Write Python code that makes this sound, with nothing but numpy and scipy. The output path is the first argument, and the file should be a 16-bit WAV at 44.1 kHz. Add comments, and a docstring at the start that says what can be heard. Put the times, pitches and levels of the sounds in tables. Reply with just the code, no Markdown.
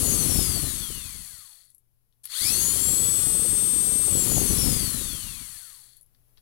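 """A handheld rotary tool spins a small wooden dowel close to the microphone. First it coasts to rest under
friction and fan drag, its carbon brushes slowing to single snaps. At 2.2 s the switch knocks, the brushes
fizz and the shaft climbs to full speed: the fan whines, the brushes hiss, ball bearings sing, the housing
rattles and cooling air buffets the microphone. At 4.1 s the power is cut with a squeak; the shaft coasts
to rest by 6.1 s, and light knocks follow. The right channel holds only a faint, hollow trace throughout."""
import sys
import numpy as np
from scipy import signal
from scipy.fft import rfft, irfft, next_fast_len
from scipy.io import wavfile
from scipy.ndimage import uniform_filter1d, map_coordinates

SR = 44100
rng = np.random.default_rng(int(sys.argv[2]) if len(sys.argv) > 2 else 0)


def dump_mix(stems):
    """Bounce the given channels to the path in sys.argv[1] as a 16-bit WAV at rate SR."""
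    frames = np.atleast_2d(stems).T  # one column per channel
    limited = np.clip(frames, -1, 1)  # hard clip at full scale
    pcm = np.round(limited * 32767).astype(np.int16)
    wavfile.write(sys.argv[1], SR, pcm)


N = 282681
T = np.arange(N) / SR
SWITCH_ON_S, SWITCH_OFF_S = 2.233, 4.061
TOP_SPEED = 470.8   # all shaft speeds are in turns per second

# housing resonances: centre_hz, width_hz, gain_db
HOUSING_MODES = [(1170, 330, -17.5), (1900, 400, -8), (3384, 280, -3), (4388, 200, 6.5), (7330, 620, -8)]
# spectrum of sliding carbon: frequency_hz, level_db
BRUSH_SPECTRUM = [(3000, -33.5), (6000, -17), (7100, -11.5), (8300, -5.5), (9100, -6), (9750, -0.5),
                  (10600, -1), (11400, -5), (12100, -14), (12900, -7), (14000, -16.5), (15700, -17.5)]
# spectrum of the background hiss: frequency_hz, level_db
HISS_SPECTRUM = [(20, -2.5), (70, -13.5), (120, -17), (200, -25), (500, -31.5), (2000, -40.5), (8500, -41),
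                 (10500, -29.5), (11250, -27), (12000, -30.5), (14000, -37), (15000, -28), (15800, -41.5)]
# the two coast-downs: standstill_s, drag_turns_per_s (where fan drag equals dry friction),
# miss_turns_per_s (below which the air misses the microphone)
COAST_DOWNS = [(1.7645, 513.2, 62), (6.057, 549, 112)]


def from_db(db):
    """Amplitude ratio of a level in decibels."""
    return 10 ** (np.asarray(db) / 20)


def rms_one(x):
    """Normalisation to an rms of 1."""
    return x / np.sqrt(np.mean(x ** 2) + 1e-20)


def even(x):
    """Division by the running 50 ms rms holds the level steady."""
    return x / np.sqrt(np.abs(uniform_filter1d(x * x, size=2205)) + 1e-9)


def ramp(start_s, length_s):
    """Linear rise from 0 to 1."""
    return np.clip((T - start_s) / length_s, 0, 1)


def noise():
    """Gaussian white noise of rms 1."""
    return rng.standard_normal(N)


def drift(rate_hz):
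    """Low-passed noise: a random fluctuation of rms 1."""
    pole = np.exp(-20 * np.pi * rate_hz / SR)
    slow = signal.lfilter([1], [1, -2 * pole, pole * pole], rng.standard_normal(N // 10 + 4002))[4000:]
    return np.interp(np.arange(N) / 10, np.arange(len(slow)), rms_one(slow))


def colour(x, spectrum):
    """Zero-phase filtering by a curve of decibels over log frequency."""
    size = next_fast_len(N + 4096)
    hz = np.fft.rfftfreq(size, 1 / SR)
    corners_hz, db = np.transpose(spectrum)
    gain = from_db(np.interp(np.log(hz + 1e-9), np.log(corners_hz), db))
    return irfft(rfft(x, size) * gain, size)[:N]


def resonate(x, modes):
    """Modal superposition: damped resonators in parallel, with alternating signs."""
    out = 0
    for k, (hz, width_hz, db) in enumerate(modes):
        r = np.exp(-np.pi * width_hz / SR)
        ring = signal.lfilter([1, 0, -1], [1, -2 * r * np.cos(2 * np.pi * hz / SR), r * r], x + 1e-18)
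        out = out + (-1) ** k * from_db(db) * (1 - r * r) / 2 * ring
    return out


def reflections(x, t60_s, gap_s):
    """Diffuse reverberation: convolution with a decaying noise tail of unit energy."""
    age = np.arange(SR // 2) / SR
    tail = rng.standard_normal(len(age)) * from_db(-60 * age / t60_s) * (age > gap_s)
    return signal.fftconvolve(x, tail / np.linalg.norm(tail))[:N]


def strikes(events, modes, scuff_s):
    """Impact excitation: each contact is a brief scuff that rings the modes."""
    out, age = np.zeros(N), np.arange(2048) / SR
    for (start_s, db), grit in zip(events, rng.standard_normal((len(events), len(age)))):
        hit = resonate(grit * np.exp(-age / scuff_s), modes)
        start = round(start_s * SR)
        out[start:start + len(age)] += (from_db(db) * hit / np.abs(hit).max())[:N - start]
    return out


def shaft_speed(start_s=2.2747, quick_share=.4873, quick_s=.0898, slow_s=.3889):
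    """Torque balance: the motor pulls toward top speed; unpowered, dry friction and fan drag brake it."""
    friction = 194.3   # turns per second lost each second
    first_coast, second_coast = [drag * np.tan(np.clip(friction / drag * (stop_s - T), 0, 1))
                                 for stop_s, drag, _ in COAST_DOWNS]
    age = np.maximum(T - start_s, 0)
    shortfall = quick_share * np.exp(-age / quick_s) + (1 - quick_share) * np.exp(-age / slow_s)
    return first_coast + np.minimum(TOP_SPEED * (1 - shortfall), second_coast)


def shaft_tones(turns, orders, waver_db, slip_rad):
    """Rotational orders: wavering tones at multiples of the shaft's speed."""
    tones = 0
    for multiple, db in orders:
        amplitude = from_db(db + waver_db * drift(30))
        tones = tones + amplitude * np.sin(2 * np.pi * multiple * turns + slip_rad * drift(15))
    return tones


def decades(speed, reference):
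    """Logarithmic speed: tenfold steps above a reference."""
    return np.log10(speed / reference + 1e-6)


def fade_below(speed, limit):
    """Third-order roll-off below a limiting speed, in dB."""
    return -10 * np.log10(1 + (limit / (speed + 1e-3)) ** 6)


def noise_db(law, speed, load, crawl_speed=7.7, knee_speed=290, dip_speed=343):
    """Power law: running noise grows with speed up to a knee, then dips near top speed."""
    knee_db, db_per_decade, load_db, top_speed_dip_db = law
    dip = np.clip((speed - dip_speed) / (TOP_SPEED - dip_speed), 0, 1) ** 2
    growth_db = db_per_decade * np.minimum(decades(speed, knee_speed), 0)
    return knee_db + growth_db + load_db * load - top_speed_dip_db * dip + fade_below(speed, crawl_speed)


def hiss():
    """The noise floor: steady coloured noise."""
    return rms_one(colour(noise(), HISS_SPECTRUM))


def hum(pitch_hz):
    """A low tone wavers by random amplitude and phase modulation."""
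    return from_db(2.5 * drift(8)) * np.sin(2 * np.pi * pitch_hz * T + .6 * drift(8))


def draught(speed, load, arrives_s=2.408):
    """Strength of the cooling air at the microphone: a power law of speed, gentler under drive."""
    # air on the microphone: knee_db, growth_db_per_decade, load_gain_db, top_speed_dip_db
    draught_law = (-31.5, 51, -6.5, 6)
    before_on = T < SWITCH_ON_S
    miss_speed = np.where(before_on, COAST_DOWNS[0][2], COAST_DOWNS[1][2])
    powered = ~before_on * (1 - ramp(SWITCH_OFF_S, 0.047))
    db = noise_db(draught_law, speed, load) + fade_below(speed, miss_speed) - 3.5 * powered
    return (before_on + ramp(arrives_s, 0.01)) * from_db(db)


def buffeting(speed, lump_db=3.5, full_speed=380, crisp_db=-14.5):
    """Turbulence hits the microphone in lumps, the hardest crisp; slower air makes longer, deeper puffs."""
    # eddy pressure at full_speed: frequency_hz, level_db
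    eddy_spectrum = [(12, -34.5), (20, -5.5), (53, 5), (204, 0.5), (393, -5.5), (573, -14), (1000, -37),
                     (1300, -62), (2200, -120)]
    lumps = from_db(lump_db * drift(94))
    crisp = rms_one(resonate(noise() * lumps ** 2, [(550, 550, 0)]))
    eddies = rms_one(colour(noise() * lumps, eddy_spectrum))
    eddies += from_db(crisp_db) * colour(crisp, [(900, -2), (2500, -31.5)])
    pace = np.clip(speed / full_speed, .15, 1.2) ** 0.65
    puffs = from_db(7 * np.clip(.85 - pace, 0, .5) * (drift(25) - .5))
    stretched = map_coordinates(eddies, [np.cumsum(pace)], order=3, mode="mirror")
    return puffs * rms_one(stretched)


def gusts():
    """Pressure pulses of single hard eddies thump the microphone."""
    # eddies: start_s, level_db
    eddies = [(4.079, -30), (4.379, -24.5)]
    # bands of one thump: centre_hz, width_hz, gain_db
    thump_bands = [(330, 220, -1), (750, 300, -1)]
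    return colour(strikes(eddies, thump_bands, scuff_s=.003), [(900, 0), (2500, -28)])


def snaps_and_knocks():
    """Impacts ring the modes of the brush holders and the casing, with a short echo."""
    # brushes snapping over single segment edges at a crawl, and one sharp click of the brushes as the power
    # arrives: start_s, level_db
    snaps = [(1.6521, -48), (1.7025, -45.5), (1.7474, -43), (1.7814, -45), (2.2543, -26), (5.9673, -44),
             (5.9754, -46), (6.0112, -41), (6.0204, -48), (6.0294, -45.5), (6.0621, -51.5)]
    # brush holder resonances: centre_hz, width_hz, gain_db
    holder_modes = [(9460, 430, -7), (10370, 870, 5), (11650, 450, 3), (12300, 1300, -6)]
    # light knocks of the switch and the casing: start_s, level_db
    knocks = [(2.125, -63), (2.2354, -58), (2.2413, -43.5), (2.2474, -55), (2.2543, -36.5), (2.2727, -40),
              (6.1474, -59), (6.3729, -52), (6.3795, -55)]
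    # casing resonances: centre_hz, width_hz, gain_db
    casing_modes = [(1150, 640, -2), (1840, 360, 2), (3280, 980, 7.5), (4470, 520, 11), (5600, 320, 6.5)]
    contacts = strikes(snaps, holder_modes, scuff_s=0.0019) + strikes(knocks, casing_modes, scuff_s=0.0021)
    return from_db(-1.5) * contacts + from_db(-7) * reflections(contacts, t60_s=0.096, gap_s=.003)


def unbalance(turns, speed):
    """Rotating unbalance shakes the tool once per turn."""
    return speed / 400 * np.sin(2 * np.pi * turns)


def inrush(decay_s):
    """The brushes fizz as the power arrives, with exponential decay."""
    envelope = ramp(SWITCH_ON_S, 0.011) * np.exp(-np.maximum(T - SWITCH_ON_S, 0) / decay_s)
    return envelope * rms_one(colour(noise(), BRUSH_SPECTRUM))


def squeak(pitch_hz, width_hz, length_s):
    """A burst of narrow-band noise makes a rough squeak as the power is cut."""
    envelope = np.exp(-((T - SWITCH_OFF_S) / length_s) ** 2)
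    return envelope * rms_one(resonate(noise(), [(pitch_hz, width_hz, 0)]))


def commutator(turns):
    """Forced vibration: the brush arms radiate tones at high multiples of the shaft's speed."""
    # tones: shaft_multiple, level_db
    orders = [(24, 0), (28, -6)]
    # radiation of the brush arms: frequency_hz, gain_db
    arm_response = [(1000, -20), (1900, -7), (2600, -10), (3700, 4), (4200, -12)]
    return colour(shaft_tones(turns, orders, waver_db=3, slip_rad=.2), arm_response)


def armature(turns):
    """The armature's periodic magnetic pull forces the motor can to vibrate."""
    # magnetic tones: shaft_multiple, level_db
    orders = [(8, 9), (15.6, -2.5), (16, 3.5), (16.3, -3.5)]
    # radiation of the motor can: frequency_hz, gain_db
    can_response = [(300, -34), (1200, -12), (1700, -10), (2400, -5), (2900, -8), (3400, 3), (3850, 1),
                    (4400, -1), (5000, 9), (5600, -8), (7000, -8), (13000, -6)]
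    return colour(shaft_tones(turns, orders, waver_db=1.5, slip_rad=.3), can_response)


def bearings(turns, direct_db, ring_db):
    """Balls roll and slip on their races; each tone swells by resonance as it crosses a housing mode."""
    # rolling tones: shaft_multiple, level_db
    orders = [(2.55, -3), (7.66, -0.5), (9.85, -13), (10.2, -8), (11.21, -8), (12.72, 0), (23, -2)]
    tones = shaft_tones(turns, orders, waver_db=2.5, slip_rad=.4)
    return from_db(direct_db) * tones + from_db(ring_db) * resonate(tones, HOUSING_MODES)


def rattle(grain_db):
    """Random excitation: dense small impacts keep the housing's modes ringing."""
    return rms_one(resonate(noise() * from_db(grain_db * drift(250)), HOUSING_MODES))


def vent_air():
    """Turbulent flow through the vents makes a broadband rush."""
    # rushing air: frequency_hz, level_db
    air_spectrum = [(300, -13.5), (750, -7), (1200, 3), (1650, -3), (2400, -0.5), (3300, 4), (3900, -1),
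                    (5000, 1.5), (5900, 4), (7500, 1.5), (12000, -4.5)]
    return rms_one(colour(noise(), air_spectrum))


def segment_clicks(turns, segments=8, wear_spread_db=3.5):
    """An impulse train: one click at each edge of the commutator's unequal segments."""
    edges = np.arange(1, int(turns[-1] * segments))
    edge_samples = np.interp(edges, turns * segments, np.arange(N))
    wear = rng.standard_normal(segments)
    wear_db = wear_spread_db * rms_one(wear - wear.mean())
    sizes = from_db(wear_db[edges % segments] + noise()[edges])
    clicks = np.zeros(N)
    for tap in np.arange(-6, 8):   # sinc pulses place the clicks between samples
        index = np.clip(edge_samples.astype(int) + tap, 0, N - 1)
        np.add.at(clicks, index, sizes * np.sinc(index - edge_samples))
    return clicks


def brushes(turns, speed, load, grain_db=-0.5):
    """Sliding friction of carbon makes a grainy hiss; impacts at the segment edges add a whirr."""
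    # ring of a segment edge: frequency_hz, level_db
    edge_spectrum = [(3000, -28), (5800, -19), (6900, -3), (8100, -3), (8900, -9), (9700, 0), (10600, 0),
                     (11400, -8), (12400, -5), (13200, -12), (15700, -21)]
    # loudness of the brushes: speed_turns_per_s, level_db
    level_curve = [(0, -100), (2, -74), (24, -62), (45, -54.5), (95, -45), (145, -41.5), (215, -33.5),
                   (295, -27), (425, -27), (470, -31.5)]
    clicks = segment_clicks(turns)
    # echoes inside the motor smear the clicks, so their overtones swell and fade as they glide
    whirr = even(colour(clicks + reflections(clicks, t60_s=.012, gap_s=.0003), edge_spectrum))
    sliding = rms_one(colour(noise() * from_db(grain_db * drift(400)), BRUSH_SPECTRUM))
    # at high speed the whirr fades and only hiss remains
    edge_db = np.interp(speed, [40, 110, 180, 280, 400, 450], [-9, -4.5, -2, -6.5, -13, -24])
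    level_db = np.interp(speed, *np.transpose(level_curve)) + load   # full load adds 1 dB
    return from_db(level_db) * even(sliding + from_db(edge_db) * whirr)


def fan(turns, speed, load, blades=18, top_db=-26, db_per_decade=64, load_db=2):
    """A whine at the blade-passing frequency grows as a steep power of speed."""
    # vent peaks and dips that the whine sweeps through: centre_hz, width_hz, gain_db
    vent_bands = [(1100, 500, 10), (2870, 200, 3), (3330, 160, 6), (3690, 110, -4), (4210, 80, -6),
                  (4550, 300, 3), (5830, 120, -12), (6310, 130, -11), (7230, 170, -10)]
    vents_db = sum(db * np.exp(-((blades * speed - hz) / width) ** 2) for hz, width, db in vent_bands)
    whine_db = top_db + db_per_decade * decades(speed, TOP_SPEED) + vents_db + load_db * np.sqrt(load)
    coasting = (T < SWITCH_ON_S) + ramp(SWITCH_OFF_S, 0.54)
    waver_db = .4 + 1.4 * coasting   # the whine flutters more as it glides down
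    phase = 2 * np.pi * blades * turns + .06 * drift(90)
    return np.sqrt(2) * from_db(whine_db + waver_db * drift(30)) * np.sin(phase)


def scene():
    """Superposition: the shaft's rotation drives the running sounds, over a faint background."""
    # background swelling toward the end: time_s, gain_db
    ambience_curve = [(0, -2.5), (2.2, 3), (6.0, 7), (6.41, 10.5)]
    # housing rattle: knee_db, growth_db_per_decade, load_gain_db, top_speed_dip_db
    rattle_law = (-45, 20.5, 8, 7.5)
    # air through the vents: same columns
    air_law = (-47.5, 36.5, -4, 4.5)
    speed = shaft_speed()
    turns = np.cumsum(np.maximum(speed, 1)) / SR
    # the torque of spinning up loads the bearings and armature; its pulsing makes their tones rasp
    acceleration = uniform_filter1d(np.gradient(speed) * SR, size=4410)
    load = np.clip(acceleration / 600, 0, 1)
    rasp = 1 + .7 * load * np.sin(2 * np.pi * 100 * T)
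    rattle_db = noise_db(rattle_law, speed, load)
    air_db = noise_db(air_law, speed, load)
    bearing_db = air_db + 9 * load + fade_below(speed, 140)   # slow bearings roll quietly

    tool = fan(turns, speed, load)
    tool += from_db(-28) * squeak(pitch_hz=8750, width_hz=300, length_s=.016)
    tool += brushes(turns, speed, load)
    tool += from_db(-43) * inrush(decay_s=0.025)
    tool += from_db(bearing_db) * rasp * bearings(turns, direct_db=-14, ring_db=3)
    tool += from_db(air_db - 14.5 + 19.4 * load) * rasp * armature(turns)
    tool += from_db(rattle_db - 6) * commutator(turns)
    tool += from_db(rattle_db) * rattle(grain_db=2.5)
    tool += from_db(air_db + 9) * vent_air()
    tool += snaps_and_knocks()
    wind = draught(speed, load) * buffeting(speed) + gusts()
    ambience = from_db(np.interp(T, *np.transpose(ambience_curve)))
    left = tool + wind + ambience * (from_db(-81) * hum(pitch_hz=122) + from_db(-76) * hiss())

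    # response of the right channel, which hears mostly the room: frequency_hz, gain_db
    right_response = [(60, -55.5), (200, -53), (400, -32), (700, -19.5), (1250, -12), (2400, -21.5),
                      (4400, -29.5), (8100, -36), (10500, -45), (15000, -27)]
    room = reflections(tool + wind, t60_s=0.11, gap_s=0.0043)
    right = colour(0.45 * tool + 0.74 * room, right_response)
    right += from_db(-78.5) * unbalance(turns, speed) + ambience * from_db(-86) * hiss()
    return from_db(7) * np.array([left, right])


def record(dry):
    """Soft saturation rounds the loudest peaks; a steep low-pass cuts the top at 15.8 kHz."""
    rounded = .55 * np.tanh(dry / .55)
    return signal.sosfilt(signal.ellip(12, .1, 80, 15800, fs=SR, output="sos"), rounded)


dry = scene()
out = record(dry)
dump_mix(out)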